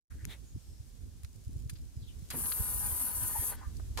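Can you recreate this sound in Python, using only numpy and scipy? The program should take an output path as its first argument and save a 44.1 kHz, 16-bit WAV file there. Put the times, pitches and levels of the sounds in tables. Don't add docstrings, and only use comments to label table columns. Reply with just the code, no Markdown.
import sys
import numpy as np
from scipy import signal
from scipy.fft import rfft, irfft
from scipy.io import wavfile
from scipy.ndimage import map_coordinates

SR = 44100
rng = np.random.default_rng(int(sys.argv[2]) if len(sys.argv) > 2 else 0)


def unload_audio(sound):
    columns = np.transpose(np.atleast_2d(sound))
    steps = np.round(np.clip(columns, -1, 1) * 32767)
    wavfile.write(sys.argv[1], SR, steps.astype(np.int16))


N = 176400
T = np.arange(N) / SR
HZ = np.fft.rfftfreq(N, 1 / SR)

PUMP_ON_S, PUMP_OFF_S, CHAMBERS = 2.325, 3.545, 5
TREBLE_PAN_DB, CHURN_PAN_DB, CLICK_PAN_DB, CLICK_ALIKE = 3.5, 2.5, 2.5, 0.088

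# time in seconds, turns per second.
SHAFT_HZ = [(2.31, 36), (2.39, 39.5), (2.44, 40.4), (2.52, 41.03), (2.62, 41.2), (2.85, 41.08),
            (3.1, 41.06), (3.51, 41.1), (3.57, 38)]
# multiple of shaft speed; in the second table, its level in dB.
MOTOR_ORDERS = [11, 12, 15, 20, 24, 25, 29, 30, 35, 36, 45, 60, 65, 70, 105, 110]
MOTOR_DB = [-71, -72.5, -71, -64.5, -59, -68, -73.5, -64, -68, -68, -70.5, -73, -77.5, -73, -70.5, -71]
# multiple of shaft speed; in the second table, its dB re the treble.
CHAMBER_ORDERS = [170, 200, 205, 220, 235, 240, 248, 260, 265, 275, 285, 290, 295, 296, 305]
CHAMBER_DB = [-22, -20, -19, -22, -12.5, -19, -20, -12.5, -15, -11.5, -21, -19, -13, -17, -15]
# time in seconds, gain in dB.
TREBLE_DB = [(2.32, -48), (2.368, -39), (2.424, -36), (2.82, -37.5), (3.056, -35.5), (3.136, -42),
             (3.158, -37.5), (3.29, -35.5), (3.33, -38), (3.47, -34.5), (3.505, -37), (3.535, -48),
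             (3.555, -52), (3.572, -75)]
# frequency in Hz, relative density in dB.
RASP_SPECTRUM = [(1760, -27), (3000, -25), (4400, -21), (5800, -18), (6800, -13.5), (7450, -15.5),
                 (8300, -10), (9400, -7), (9900, 0.5), (11500, .5), (12600, -3.5), (13600, -8),
                 (15800, -12)]
CHURN_SPECTRUM = [(120, -48), (200, 2.5), (382, -8.5), (620, -11), (700, -8), (993, -7.5), (1120, -7.5),
                  (1270, -6), (1370, -18.5), (1490, -5.5), (2320, -15.5), (4370, -20), (5000, -18.5),
                  (6500, -46), (11000, -120)]
# centre in Hz, width in Hz, boost in dB.
CASING_MODES = [(6850, 400, 2), (8300, 260, 3), (8950, 250, 3), (9660, 150, 3), (10050, 200, 1.5),
                (10750, 250, 1.5), (12090, 200, 2), (12560, 130, 3), (13200, 250, 2)]
# frequency in Hz, phase in radians.
LEFT_LEAD_RAD = [(3000, 2), (6000, 2.45), (9000, 1.44), (11000, 2.18), (13000, 1.54), (16000, 1.7)]
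# time in seconds, pitch in Hz, level in dB.
WHISTLE_GLIDE = [(2.34, 12350, -62), (2.6, 12620, -45), (2.8, 12450, -50), (2.88, 12170, -47),
                 (3.06, 12120, -45), (3.14, 12130, -49), (3.52, 12130, -58)]
# frequency in Hz, gain in dB, decay in seconds.
TANK_MODES = [(153, -36.5, 0.017), (253, -39.5, 0.02), (480, -43.5, 0.0095)]
KEY_MODES = [(4791, -6, .02), (6700, -4, 0.0062), (9050, -3, .009), (10990, 7, 0.0064)]
# start in seconds, gain in dB.
KEY_HITS = [(1.701, -55), (2.305, -52)]
# start in seconds, four band gains in dB,
# hold in seconds, decay in seconds. The second table gives the four bands in Hz.
CONTACTS = [(0.102, -80, -49, -79, -64, 0.016, 0.035), (0.2454, -85, -38, -52, -72, 0.001, 0.0018),
            (0.252, -74, -27.5, -37, -28, 0.0011, 0.00069), (1.233, -68, -50, -53, -45, 0.0017, .002),
            (1.246, -71, -44, -45, -49, 0.0024, 0.0035), (1.695, -78, -38, -43, -40, 0.0035, 0.0059),
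            (1.754, -75, -56, -50, -76, 0.0022, 0.023), (2.303, -56, -39, -37.5, -32, 0.0061, 0.0057),
            (2.31, -45, -35.5, -42, -62, 0.0056, 0.022), (2.457, -58, -40.5, -36, -58, 0.001, 0.0035),
            (2.519, -45, -28.5, -29.5, -53, 0.0016, 0.0041), (3.767, -75, -89, -43.5, -51, 0.0024, .003),
            (3.797, -39, -40, -92, -72, 0.0029, 0.0054), (3.973, -31.5, -31.5, -36.5, -39, 0.01, 0.023)]
CONTACT_BANDS_HZ = [400, 1600, 4500, 11000]
# centre in Hz, width in Hz, boost in dB.
LOCK_MODES = [(1450, 500, 3), (2550, 250, 3), (4150, 400, 5), (4800, 300, 4), (6820, 400, 4),
              (12400, 500, 4)]
# frequency in Hz, gain in dB.
TICK_SPECTRUM = [(500, -24), (2500, -8), (6000, 4), (12000, 2), (16000, -8)]
# centre in seconds,
# Gaussian sigma in seconds, frequency in Hz, width in octaves, level in dB.
NOISE_SWELLS = [(.212, .018, 1750, 0.31, -63.5), (.32, 0.033, 520, 1.3, -61.5), (.706, .12, 5260, .12, -73),
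                (0.323, 0.023, 2020, 0.49, -55), (.318, .019, 3570, 0.21, -53),
                (0.319, 0.022, 8460, 1.1, -58), (2.349, 0.0094, 880, 0.95, -47.5),
                (2.375, 0.024, 258, 0.64, -47), (2.847, .012, 857, 0.17, -55),
                (3.1, 0.0071, 910, 0.097, -56), (3.366, 0.013, 888, 0.1, -40),
                (3.381, 0.057, 1830, 0.18, -57.5), (3.522, 0.0075, 650, .7, -53),
                (3.535, 0.0083, 1570, 0.045, -52), (3.629, 0.013, 960, 0.32, -52),
                (3.638, 0.035, 1700, 0.2, -63), (3.655, 0.021, 1188, 0.045, -59),
                (3.995, 0.0098, 930, 0.28, -40.5), (3.995, 0.003, 472, 0.24, -40)]
# frequency in Hz, relative density in dB.
WIND_SPECTRUM = [(12, -62), (20, -17.5), (48, 1), (75, -1), (112, -9), (195, -21), (232, -19.5),
                 (406, -31.5), (900, -56.5), (1170, -79), (1980, -120)]
AIR_SPECTRUM = [(290, -4.5), (500, -4.5), (561, -6.5), (658, -8), (1220, -12.5), (1460, -11.5),
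                (2000, -13.5), (6640, -7), (12500, -12), (15800, -21.5)]
# time in seconds, gain in dB.
WIND_GAIN_DB = [(.1, -51), (.45, -53), (.7, -54.5), (.95, -47.5), (1.15, -54), (1.35, -52), (1.6, -45.5),
                (1.85, -53), (2.02, -49.5), (2.17, -54.5), (2.48, -47.5), (2.7, -46), (2.8, -47),
                (3.05, -50.5), (3.25, -45), (3.6, -48.5), (3.95, -44)]
AIR_GAIN_DB = [(0.4, -64.5), (0.996, -65.5), (2.038, -65), (2.25, -61)]
# centre in seconds, frequency in Hz, gain in dB.
WIND_BUFFETS = [(0.281, 131, -34.5), (.555, 83, -30.5), (0.577, 111, -35), (0.563, 223, -37),
                (0.807, 81, -34.5), (1.246, 73, -32.5), (1.477, 82.5, -29), (1.495, 197, -38.5),
                (1.564, 98, -30), (1.662, 93, -30), (1.732, 108, -32), (1.974, 95, -32), (2.029, 97.4, -34),
                (2.228, 126, -36), (2.423, 130, -37), (2.609, 72.5, -24.5), (2.604, 142, -32),
                (2.93, 72.7, -31.5), (3.229, 81, -32), (3.397, 74, -27), (3.679, 67, -29.5),
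                (3.855, 65.4, -46), (3.914, 72, -29)]
# start in seconds, length in seconds, start and end pitch in Hz, level in dB.
CHIRPS = [(0.437, 0.089, 6820, 6600, -65.5), (.63, 0.116, 8400, 7880, -71), (1.935, .07, 5170, 4750, -71),
          (2, .06, 4770, 2960, -63), (2.059, 0.043, 3930, 2660, -59)]


def pump(rise_s=0.0074, run_down_s=0.079, hum_rise_s=0.11, whine_rise_s=0.21):
    turns = np.cumsum(curve(SHAFT_HZ) * (1 + 0.0004 * drift(29.9))) / SR
    on_s, off_s = T - PUMP_ON_S, np.maximum(T - PUMP_OFF_S, 0)
    running = np.clip(on_s / rise_s, 0, 1) * np.exp(-off_s / run_down_s)
    hum_gain = np.clip(on_s / hum_rise_s, 0, 1) * np.exp(-off_s / 0.011)
    treble_gain = amp(curve(TREBLE_DB)) * (T > TREBLE_DB[0][0])
    treble_gain *= np.exp(-np.maximum(T - TREBLE_DB[-1][0], 0) / .02)
    sizzle = pump_sizzle(turns)
    whine = shaft_tones(turns, CHAMBER_ORDERS, CHAMBER_DB, waver_db=3, rough_rad=.4, lag_rad=1.5)
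    whine *= np.clip(on_s / whine_rise_s, 0, 1) * unit(amp([[TREBLE_PAN_DB], [0]]))
    churn = fuel_churn()
    hum = shaft_tones(turns, MOTOR_ORDERS, MOTOR_DB, waver_db=1.5, rough_rad=.28, lag_rad=0.73)
    hum *= unit(amp([[CHURN_PAN_DB], [0]])) * unit(amp(2 * drift(80)))
    return treble_gain * (sizzle + whine) + running * (churn + hum_gain * hum)


def pump_sizzle(turns):
    orders = np.arange(390)
    gains = amp(8 * (orders % CHAMBERS == 0)) * ~np.isin(orders, MOTOR_ORDERS + CHAMBER_ORDERS)
    one_turn = irfft(gains * np.exp(2j * np.pi * rng.random((2, len(orders)))), 8192)
    buzz = np.array([np.interp(turns % 1, np.linspace(0, 1, len(side)), side) for side in one_turn])
    pulsing = 1 + sum(0.13 * np.cos(2 * np.pi * (m * CHAMBERS * turns + rng.random()))
                      for m in range(2, 8))
    rasp = rng.standard_normal((2, N)) * pulsing * amp(drift(90) + 0.47 * drift(700))
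    rasp = ripple(rasp, depth_db=2.6, width_hz=90, life_s=.18)
    drive = unit(colour(rasp, RASP_SPECTRUM)) + amp(-7.5) * unit(colour(buzz, RASP_SPECTRUM))
    drive = place(drive, alike=0.72, pan_db=TREBLE_PAN_DB)
    casing = resonances(CASING_MODES, HZ) * amp(-0.77)
    ports = np.exp(.5j * np.array([[1], [-1]]) * np.interp(HZ, *np.transpose(LEFT_LEAD_RAD)))
    return ripple(irfft(rfft(drive) * casing * ports, N), depth_db=2, width_hz=260, life_s=.05)


def shaft_tones(turns, orders, levels_db, waver_db, rough_rad, lag_rad):
    out, on = np.zeros((2, N)), slice(int(2.2 * SR), int(3.8 * SR))
    for order, db in zip(orders, levels_db):
        phase = 2 * np.pi * (order * turns[on] + rng.random()) + rough_rad * drift(35)[on]
        waver = unit(amp(waver_db * drift(9)[on]))
        out[:, on] += np.sqrt(2) * amp(db) * waver * np.cos(phase - np.array([[0], [lag_rad]]))
    return out


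def fuel_churn():
    gurgle = ripple(rng.standard_normal((2, N)), depth_db=4.5, width_hz=112.4, life_s=.04)
    churn = place(unit(colour(gurgle, CHURN_SPECTRUM)), alike=0.75, pan_db=CHURN_PAN_DB)
    return churn * amp(-55.5 + 1.6 * drift(60))


def pump_whistle(width_hz=100):
    times_s, hz, db = np.transpose(WHISTLE_GLIDE)
    fuzz = irfft(rfft(rng.standard_normal((2, 2, N))) * np.exp(-(HZ / width_hz) ** 2), N)
    carrier = np.exp(2j * np.pi * np.cumsum(np.interp(T, times_s, hz)) / SR)
    band = ((fuzz[0] + 1j * fuzz[1]) * carrier).real
    gain = amp(np.interp(T, times_s, db)) * (T > times_s[0]) * (T < times_s[-1])
    return gain * place(unit(band), alike=0.3, pan_db=3)


def knocks(jolt_s=2.338):
    out = np.zeros((2, N))
    for start_s, db in KEY_HITS:
        add(out, start_s, amp(db) * struck(KEY_MODES, rise_s=.0005, lag_rad=1.8))
    add(out, jolt_s, struck(TANK_MODES, rise_s=0.0058, lag_rad=.3))
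    return out


def clicks(rise_s=0.00095, grain_db=2.5):
    out, t = np.zeros((2, N)), T[:8192]
    lock = unit(resonances(LOCK_MODES, np.fft.rfftfreq(len(t), 1 / SR)))
    for start_s, *bands_db, hold_s, decay_s in CONTACTS:
        grit = unit(rng.standard_normal((2, len(t))) * amp(grain_db * drift(1494)[:len(t)]))
        spectrum = [(60, bands_db[0] - 20), *zip(CONTACT_BANDS_HZ, bands_db), (16000, bands_db[-1] - 14)]
        burst = colour(irfft(rfft(grit) * lock), spectrum)
        envelope = np.minimum(t / rise_s, 1) * np.exp(-np.maximum(t - hold_s, 0) / decay_s)
        add(out, start_s, place(burst, CLICK_ALIKE, CLICK_PAN_DB) * envelope)
    return out


def key_ring():
    rate_hz = (T > 1.2) * (T < 2.3) * (18 + 70 * np.exp(-((T - 1.5) / 0.12) ** 2))
    impacts = (rng.random(N) < rate_hz / SR) * amp(4.1 * rng.random(N))
    tick = rng.standard_normal((2, 600)) * np.exp(-T[:600] / .0018)
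    tick = place(colour(tick, TICK_SPECTRUM), CLICK_ALIKE, CLICK_PAN_DB)
    return amp(-58.5) * signal.fftconvolve(impacts[None], tick, axes=1)[:, :N]


def swells():
    out, t = np.zeros((2, N)), T[:16384] - T[8192]
    octave = np.log2(np.fft.rfftfreq(len(t), 1 / SR) + 1)
    for centre_s, sigma_s, hz, width_oct, db in NOISE_SWELLS:
        rolloff = (1 + ((octave - np.log2(hz)) / width_oct) ** 2 / 2) ** 2
        band = irfft(rfft(rng.standard_normal((2, len(t)))) / rolloff)
        envelope = np.exp(-(t / sigma_s) ** 2 / 2)
        puff = place(band, alike=0.43, pan_db=2) * envelope
        add(out, centre_s + t[0], amp(db) * unit(puff) * np.sqrt(np.mean(envelope ** 2)))
    return out


def wind(half_width_cycles=0.56):
    out = place(unit(colour(rng.standard_normal((2, N)), WIND_SPECTRUM)), alike=0.097, pan_db=-3.5)
    out *= amp(curve(WIND_GAIN_DB) + 4 + 3.16 * drift(24.897))
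    t = T[:8192] - T[4096]
    for centre_s, hz, db in WIND_BUFFETS:
        phase = 2 * np.pi * (hz * t + rng.random()) + np.array([[0], [1.5]])
        envelope = np.exp(-(t * hz / half_width_cycles) ** 2)
        add(out, centre_s + t[0], amp(db) * amp([[-2], [1]]) * envelope * np.cos(phase))
    return out


def birds(warble=0.262, rt60_s=0.15):
    out = np.zeros((2, N))
    for start_s, length_s, from_hz, to_hz, db in CHIRPS:
        progress = np.linspace(0, 1, int(length_s * SR))
        hz = from_hz + (to_hz - from_hz) * (progress + warble * drift(497)[:len(progress)])
        envelope = amp(db) * np.sqrt(2) * np.sin(np.pi * progress)
        add(out, start_s, envelope * np.sin(2 * np.pi * np.cumsum(hz) / SR))
    echoes = rng.standard_normal((2, SR // 4)) * amp(-60 * T[:SR // 4] / rt60_s)
    return signal.fftconvolve(out, echoes / np.linalg.norm(echoes[0]), axes=1)[:, :N]


def air():
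    hiss = ripple(rng.standard_normal((2, N)), depth_db=-0.13, width_hz=490, life_s=0.263)
    hiss = place(unit(colour(hiss, AIR_SPECTRUM)), alike=0.095, pan_db=1)
    return hiss * amp(curve(AIR_GAIN_DB) + .5 * drift(40))


def struck(modes, rise_s, lag_rad):
    t, lag = T[:8192], np.array([[0], [lag_rad]])
    ring = sum(amp(db) * np.exp(-t / decay_s) * np.sin(2 * np.pi * (hz * t + rng.random()) - lag)
               for hz, db, decay_s in modes)
    return ring * np.minimum(t / rise_s, 1)


def resonances(modes, hz):
    return amp(sum(db / (1 + (2 * (hz - centre_hz) / width_hz) ** 2)
                   for centre_hz, width_hz, db in modes))


def ripple(x, depth_db, width_hz, life_s):
    hz, t, spectra = signal.stft(x, SR, nperseg=1024, noverlap=768)
    grid = np.meshgrid(hz / width_hz, t / life_s, indexing="ij")
    field = map_coordinates(rng.standard_normal((400, 200)), grid, order=3, mode="wrap")
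    return signal.istft(spectra * amp(depth_db * field), SR, nperseg=1024, noverlap=768)[1][:, :N]


def colour(x, points):
    hz, db = np.transpose(points)
    size = x.shape[-1]
    log_hz = np.log(np.fft.rfftfreq(size, 1 / SR) + 1)
    return irfft(rfft(x) * amp(np.interp(log_hz, np.log(hz + 1), db)), size)


def place(pair, alike, pan_db):
    right = alike * pair[0] + np.sqrt(1 - alike * alike) * pair[1]
    return np.array([pair[0], right]) * unit(amp(np.array([[pan_db], [-pan_db]]) / 2))


def drift(rate_hz):
    return 1.33 * np.interp(T * rate_hz, np.arange(4000), rng.standard_normal(4000))


def curve(points):
    return np.interp(T, *np.transpose(points))


def add(mix, start_s, sound):
    part = mix[:, max(round(start_s * SR), 0):][:, :sound.shape[-1]]
    part += sound[..., :part.shape[1]]


def amp(db):
    return 10 ** (np.asarray(db) / 20)


def unit(x):
    return x / np.sqrt(np.mean(x ** 2) + 1e-20)


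def scene(fade_start_s=0.0994, fade_s=0.0093):
    mix = pump() + pump_whistle() + clicks() + knocks() + key_ring() + swells()
    mix += birds() + wind() + air()
    return mix * np.clip((T - fade_start_s) / fade_s, .003, 1)


def record(dry, cutoff_hz=15800):
    return signal.oaconvolve(dry, signal.firwin(511, cutoff_hz, window=("kaiser", 9), fs=SR)[None], "same")


dry = scene()
out = record(dry)
unload_audio(out)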